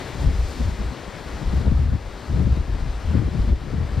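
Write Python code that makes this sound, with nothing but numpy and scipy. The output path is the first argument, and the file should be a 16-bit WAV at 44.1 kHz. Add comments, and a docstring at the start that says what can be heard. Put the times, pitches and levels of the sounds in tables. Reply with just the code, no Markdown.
"""Surf breaks on coastal rocks some way off: a wide roar with fizz on top, slowly fading.
Soon wind eddies drag over the microphone, thumping low and fluttering mostly in the left port.
Surf is noise shaped in short spectra; drops of spray nearby tick as tiny puffs of high hiss.
The wind is a row of noise eddies swept past at a changing speed, with a lumpy flutter on top.
Gain control dips everything under the hardest thumps."""
import sys
import numpy as np
from scipy import signal
from scipy.fft import rfft, irfft
from scipy.io import wavfile
from scipy.ndimage import uniform_filter1d

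SR = 44100
rng = np.random.default_rng(int(sys.argv[2]) if len(sys.argv) > 2 else 0)


def persist_wave(psi):
    """Save psi, clipped to +-1, as 16-bit WAV."""
    counts = np.round(np.clip(psi, -1, 1) * 32767).astype(np.int16)
    wavfile.write(sys.argv[1], SR, np.atleast_2d(counts).T)


N = 176400  # 4 s

# Distant surf swelling and easing. Each row: time in seconds, roar level in dB per band, fizz level in dB per band.
SURF_LEVELS = [(0.0, -39.5, -48), (0.18, -42, -49), (0.23, -42, -46), (0.29, -42.5, -50.5),
               (0.52, -44, -46.5), (0.93, -44, -53), (1.31, -43, -51), (1.6, -44, -51.5), (1.74, -47, -56),
               (1.79, -45.5, -54), (1.89, -48, -57), (2.34, -45.5, -53), (2.64, -46.5, -55.5),
               (3.08, -44.5, -53.5), (3.26, -45, -55), (3.43, -45.5, -53), (3.49, -44.5, -55),
               (3.54, -51, -58), (3.56, -47, -57), (3.97, -44.5, -54.5)]
# Colour of the surf at the microphone. 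Each row: frequency in Hz, relative density in dB per Hz.
SURF_COLOUR = [(20, -14), (60, 0.5), (150, -4), (300, -1), (500, -4), (900, -8), (2000, -12.5), (2800, -18),
               (4300, -20.5), (5900, -27), (6900, -29.5), (7900, -28.5), (9500, -37), (11500, -41),
               (14100, -44)]
# Surf between the two ports. Each row: frequency in Hz, left minus right in dB.
SURF_BALANCE = [(60, 6), (130, 2.5), (280, 7), (610, 9), (1330, 6.5), (2880, 4.5), (6260, 2.5), (13600, 0)]
# How alike the ports hear the surf. Each row: frequency in Hz, likeness from 0 to 1.
SURF_LIKENESS = [(60, .98), (200, .96), (700, .98), (2000, .995), (5200, .995), (5900, .8), (7000, .55),
                 (8700, .3), (10000, .45), (14000, .7)]
# Phase of the surf between the ports. Each row: frequency in Hz, lead of the left port in radians.
SURF_LEFT_LEAD = [(0, 0), (5400, 0), (5900, .8), (7900, 2.7), (9500, 4.1), (11000, 4.6), (14000, 6.2)]
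# Drops of spray close by. Each row: start in seconds, level in dB before rise and decay.
SPRAY_DROPS = [(0.0594, -58), (0.4838, -46), (0.9194, -53), (1.5444, -49), (2.4288, -54), (3.0594, -53)]
# Gusts over the microphone. Each row: time in seconds, thump level in dB, flutter level in dB
# (levels before the split between ports and the gain control).
GUSTS = [(0.0, -45, -43), (0.09, -47, -40), (0.25, -18, -31), (0.29, -13, -24.5), (0.32, -24.5, -36.5),
         (0.43, -18, -42), (0.45, -22, -42), (0.55, -37, -44), (0.61, -23.5, -31.5), (0.67, -14.5, -41),
         (0.7, -28.5, -37), (0.73, -19, -32), (0.77, -37, -43), (0.8, -28, -34), (0.89, -20.5, -41.5),
         (0.94, -52, -37), (1.08, -36.5, -49), (1.15, -48, -39), (1.28, -35.5, -43), (1.31, -32.5, -36),
         (1.39, -29.5, -37), (1.43, -40, -24.5), (1.46, -22, -35), (1.61, -18.5, -31), (1.64, -31, -29.5),
         (1.67, -17, -17.5), (1.7, -16, -28.5), (1.91, -21, -34), (1.96, -20, -27.5), (1.99, -36, -46),
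         (2.08, -31, -50), (2.22, -43, -45), (2.29, -30.5, -41), (2.33, -19, -24), (2.51, -20, -28.5),
         (2.53, -11, -31), (2.55, -27, -35), (2.6, -18.5, -28.5), (2.64, -29, -50), (2.66, -31, -37),
         (2.71, -20.5, -36), (2.79, -25.5, -36), (2.92, -22, -37), (3.02, -35, -47), (3.07, -21, -36),
         (3.15, -20, -24), (3.27, -20, -28), (3.31, -30, -42.5), (3.37, -29, -21.5), (3.41, -16, -31.5),
         (3.46, -21, -28), (3.52, -15.5, -23.5), (3.57, -25.5, -43), (3.65, -36, -36), (3.75, -24.5, -27),
         (3.78, -23, -34), (3.81, -22.5, -29), (3.91, -28, -39.5), (3.95, -24, -32), (3.97, -21.5, -28)]
# Eddy pitch, following the wind speed. Each row: time in seconds, pitch in Hz.
EDDY_PITCH = [(0, 68.6), (.17, 72.2), (.24, 54.3), (.34, 71.5), (.4, 61.6), (.47, 54.1), (.68, 63.83),
              (.8, 55.36), (.9, 64.3), (1.3, 67.9), (1.47, 52.8), (1.58, 79.76), (1.72, 58.1),
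              (1.78, 83.35), (1.91, 82.62), (2.15, 49.9), (2.27, 81.8), (2.55, 71.46), (2.76, 54.1),
              (2.9, 55.9), (3.08, 70.2), (3.22, 94.5), (3.34, 82), (3.43, 52.75), (3.55, 71.9),
              (3.67, 54.7), (3.74, 92.67), (3.84, 88.1), (3.91, 67.1), (3.97, 76)]
# Colour of the thumps at the reference pitch. Each row: frequency in Hz, relative density in dB per Hz.
EDDY_COLOUR = [(12, -38), (25, -4), (40, -3.5), (55, 3), (72, -4), (100, -9), (150, -29), (300, -55),
               (1500, -110)]
# Colour of the flutter. Each row: frequency in Hz, relative density in dB per Hz.
FLUTTER_COLOUR = [(60, -49), (110, -2), (140, -1.5), (200, -5.5), (300, -13.5), (500, -24.5), (900, -35),
                  (2000, -50.5), (5000, -110)]
# Wind between the two ports. Each row: frequency in Hz, left minus right in dB.
WIND_BALANCE = [(30, 5), (60, 1), (100, 7.5), (160, 9), (260, 15.5), (500, 9.5), (1000, 17)]
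# How alike the ports hear the wind. Each row: frequency in Hz, likeness from 0 to 1.
WIND_LIKENESS = [(30, .999), (70, .99), (150, .92), (500, .95)]

ROAR_BAND_DB, FIZZ_BAND_DB, FIZZ_FROM_HZ = 7, 20, 3980  # whole surf over each band's level
PATCH_DB, SPLASH_DB = 0.44, 0.47  # rms swing of the surf level
FRAME, HOP = 1024, 256  # short-time spectra, in samples
DROP_T60_S, DROP_RISE_S, DROP_HZ, DROP_WIDTH_HZ = 0.016, 0.001, 10500, 2500
DROP_SAMPLES = 2048
EDDY_REF_HZ = 60
LUMP_DB, LUMP_S = 4, 0.031  # rms swing of the flutter lumps, and their smoothing
STEADY_S, STEADY_SHARE = 0.061, 0.74  # smoothing, and share of the level wander taken out
RIDE = 0.55  # how far the flutter follows each thump
DUCK_FROM_DB, DUCK_SHARE, RECOVER_DB_PER_S = -12, 0.24, 64  # recovery is of the sensed level
EDGE_HZ = 14200


def gain_of(db):
    """Turns dB into an amplitude factor."""
    return 10 ** (np.asarray(db) / 20)


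def evened(x):
    """Scales x to an rms of 1."""
    return x / np.sqrt(np.mean(x ** 2) + 1e-20)


def read(points, hz):
    """Reads a frequency table, interpolating along log frequency."""
    f, value = np.transpose(points)
    return np.interp(np.log(hz + 1), np.log(f + 1), value)


def curve(table, t, column):
    """Reads one column of a time table, in straight lines between rows."""
    rows = np.array(table)
    return np.interp(t, rows[:, 0], rows[:, column])


def coloured(x, colour_db):
    """Filters x by a frequency table in dB."""
    hz = np.fft.rfftfreq(len(x), 1 / SR)
    return irfft(rfft(x) * gain_of(read(colour_db, hz)), len(x))


def smooth(x, s):
    """Runs a moving average of s seconds twice."""
    width = max(int(s * SR), 1)
    return uniform_filter1d(uniform_filter1d(x, width), width)


def steadied(x):
    """Takes out part of the slow wander in level, leaving rms 1."""
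    power = smooth(x ** 2, STEADY_S) + 1e-12
    return evened(x / power ** (STEADY_SHARE / 2))


def surf():
    """Distant breakers: random short-time spectra with soft patches and broad splashes, at two ports."""
    frames, hz = N // HOP + 5, np.fft.rfftfreq(FRAME, 1 / SR)
    t = np.arange(frames) * HOP / SR
    a, b, c, d, patches = rng.standard_normal((frames, len(hz), 5)).T
    # A splash lifts all frequencies together; a patch is local in frequency and time.
    splash = evened(uniform_filter1d(patches[:40].mean(0), size=5))
    patches = uniform_filter1d(patches, size=14, axis=0)
    patches = evened(uniform_filter1d(patches, size=12, axis=1))

    fizz_share = (1 / (1 + (FIZZ_FROM_HZ / (hz + 1)) ** 4))[:, None]
    roar_db = curve(SURF_LEVELS, t, column=1) + ROAR_BAND_DB
    fizz_db = curve(SURF_LEVELS, t, column=2) + FIZZ_BAND_DB
    level_db = (1 - fizz_share) * roar_db + fizz_share * fizz_db

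    same = np.clip(read(SURF_LIKENESS, hz), 0, 1)[:, None]
    lag = np.exp(-1j * read(SURF_LEFT_LEAD, hz))[:, None]
    left = a + 1j * b
    right = (same * left + np.sqrt(1 - same ** 2) * (c + 1j * d)) * lag
    tilt = gain_of(read(SURF_BALANCE, hz) / 2)[:, None]
    spectra = np.array([left * tilt, right / tilt]) * gain_of(read(SURF_COLOUR, hz))[:, None]

    # Bring the coloured noise to rms 1 before setting its level.
    steady = signal.istft(spectra, nperseg=FRAME, noverlap=FRAME - HOP)[1]
    scale = np.sqrt(np.mean(steady ** 2))
    spectra *= gain_of(level_db + PATCH_DB * patches + SPLASH_DB * splash) / scale
    return signal.istft(spectra, nperseg=FRAME, noverlap=FRAME - HOP)[1][:, :N]


def spray():
    """Single drops tick nearby: puffs of high hiss, rising at once and dying, separate in each port."""
    out = np.zeros((2, N + DROP_SAMPLES))
    t, hz = np.arange(DROP_SAMPLES) / SR, np.fft.rfftfreq(DROP_SAMPLES, 1 / SR)
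    band = np.exp(-((hz - DROP_HZ) / DROP_WIDTH_HZ) ** 2)
    rise = np.minimum(t / DROP_RISE_S, 1)
    for s, db in SPRAY_DROPS:
        puff = evened(irfft(rfft(rng.standard_normal((2, DROP_SAMPLES))) * band))
        start = round(s * SR)
        out[:, start:start + DROP_SAMPLES] += puff * rise * gain_of(db - 60 * t / DROP_T60_S)
    return out[:, :N]


def buffet(t):
    """A frozen row of eddies swept past at the gust's speed, and a lumpy flutter riding on it."""
    place = np.cumsum(curve(EDDY_PITCH, t, column=1) / EDDY_REF_HZ)
    row = coloured(rng.standard_normal(2 * N), EDDY_COLOUR)
    thump = steadied(np.interp(place, np.arange(2 * N), row))

    lumps = evened(smooth(rng.standard_normal(N), LUMP_S / 2))
    flutter = steadied(coloured(rng.standard_normal(N), FLUTTER_COLOUR))
    # The small constant keeps some flutter between thumps.
    ride = (smooth(thump ** 2, LUMP_S / 2) + 0.071) ** (RIDE / 2)
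    flutter = evened(flutter * gain_of(LUMP_DB * lumps) * ride)

    thump_gain = gain_of(curve(GUSTS, t, column=1))
    flutter_gain = gain_of(curve(GUSTS, t, column=2))
    return thump * thump_gain + flutter * flutter_gain


def wind():
    """Wind on the microphone: the right port hears a duller, partly different share of the buffeting."""
    t, hz = np.arange(N) / SR, np.fft.rfftfreq(2 * N, 1 / SR)
    one, other = rfft(buffet(t), 2 * N), rfft(buffet(t), 2 * N)
    same = np.clip(read(WIND_LIKENESS, hz), 0, 1)
    tilt = gain_of(-read(WIND_BALANCE, hz))  # right over left
    right = tilt * (same * one + np.sqrt(1 - same ** 2) * other)
    pair = np.array([one, right])
    return irfft(pair * 2 / (1 + tilt))[:, :N]


def scene():
    """Far surf, nearby spray and wind on the ports add up."""
    return surf() + spray() + wind()


def record(dry):
    """Gain control dips everything under loud thumps; then a low-pass sets the band limit."""
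    power_db = 10 * np.log10(abs(uniform_filter1d((dry ** 2).mean(0), size=600)) + 1e-12)
    # The sensed level jumps up with the power and falls back at a fixed rate.
    fall_db = np.arange(N) * RECOVER_DB_PER_S / SR
    held_db = np.maximum.accumulate(power_db + fall_db) - fall_db
    over_db = np.maximum(held_db - DUCK_FROM_DB, 0)
    ducked = dry / gain_of(DUCK_SHARE * uniform_filter1d(over_db, size=200))
    low_pass = signal.firwin(1023, EDGE_HZ, window=("kaiser", 9), fs=SR)
    return signal.oaconvolve(ducked, low_pass[None], "same")


dry = scene()
out = record(dry)
persist_wave(out)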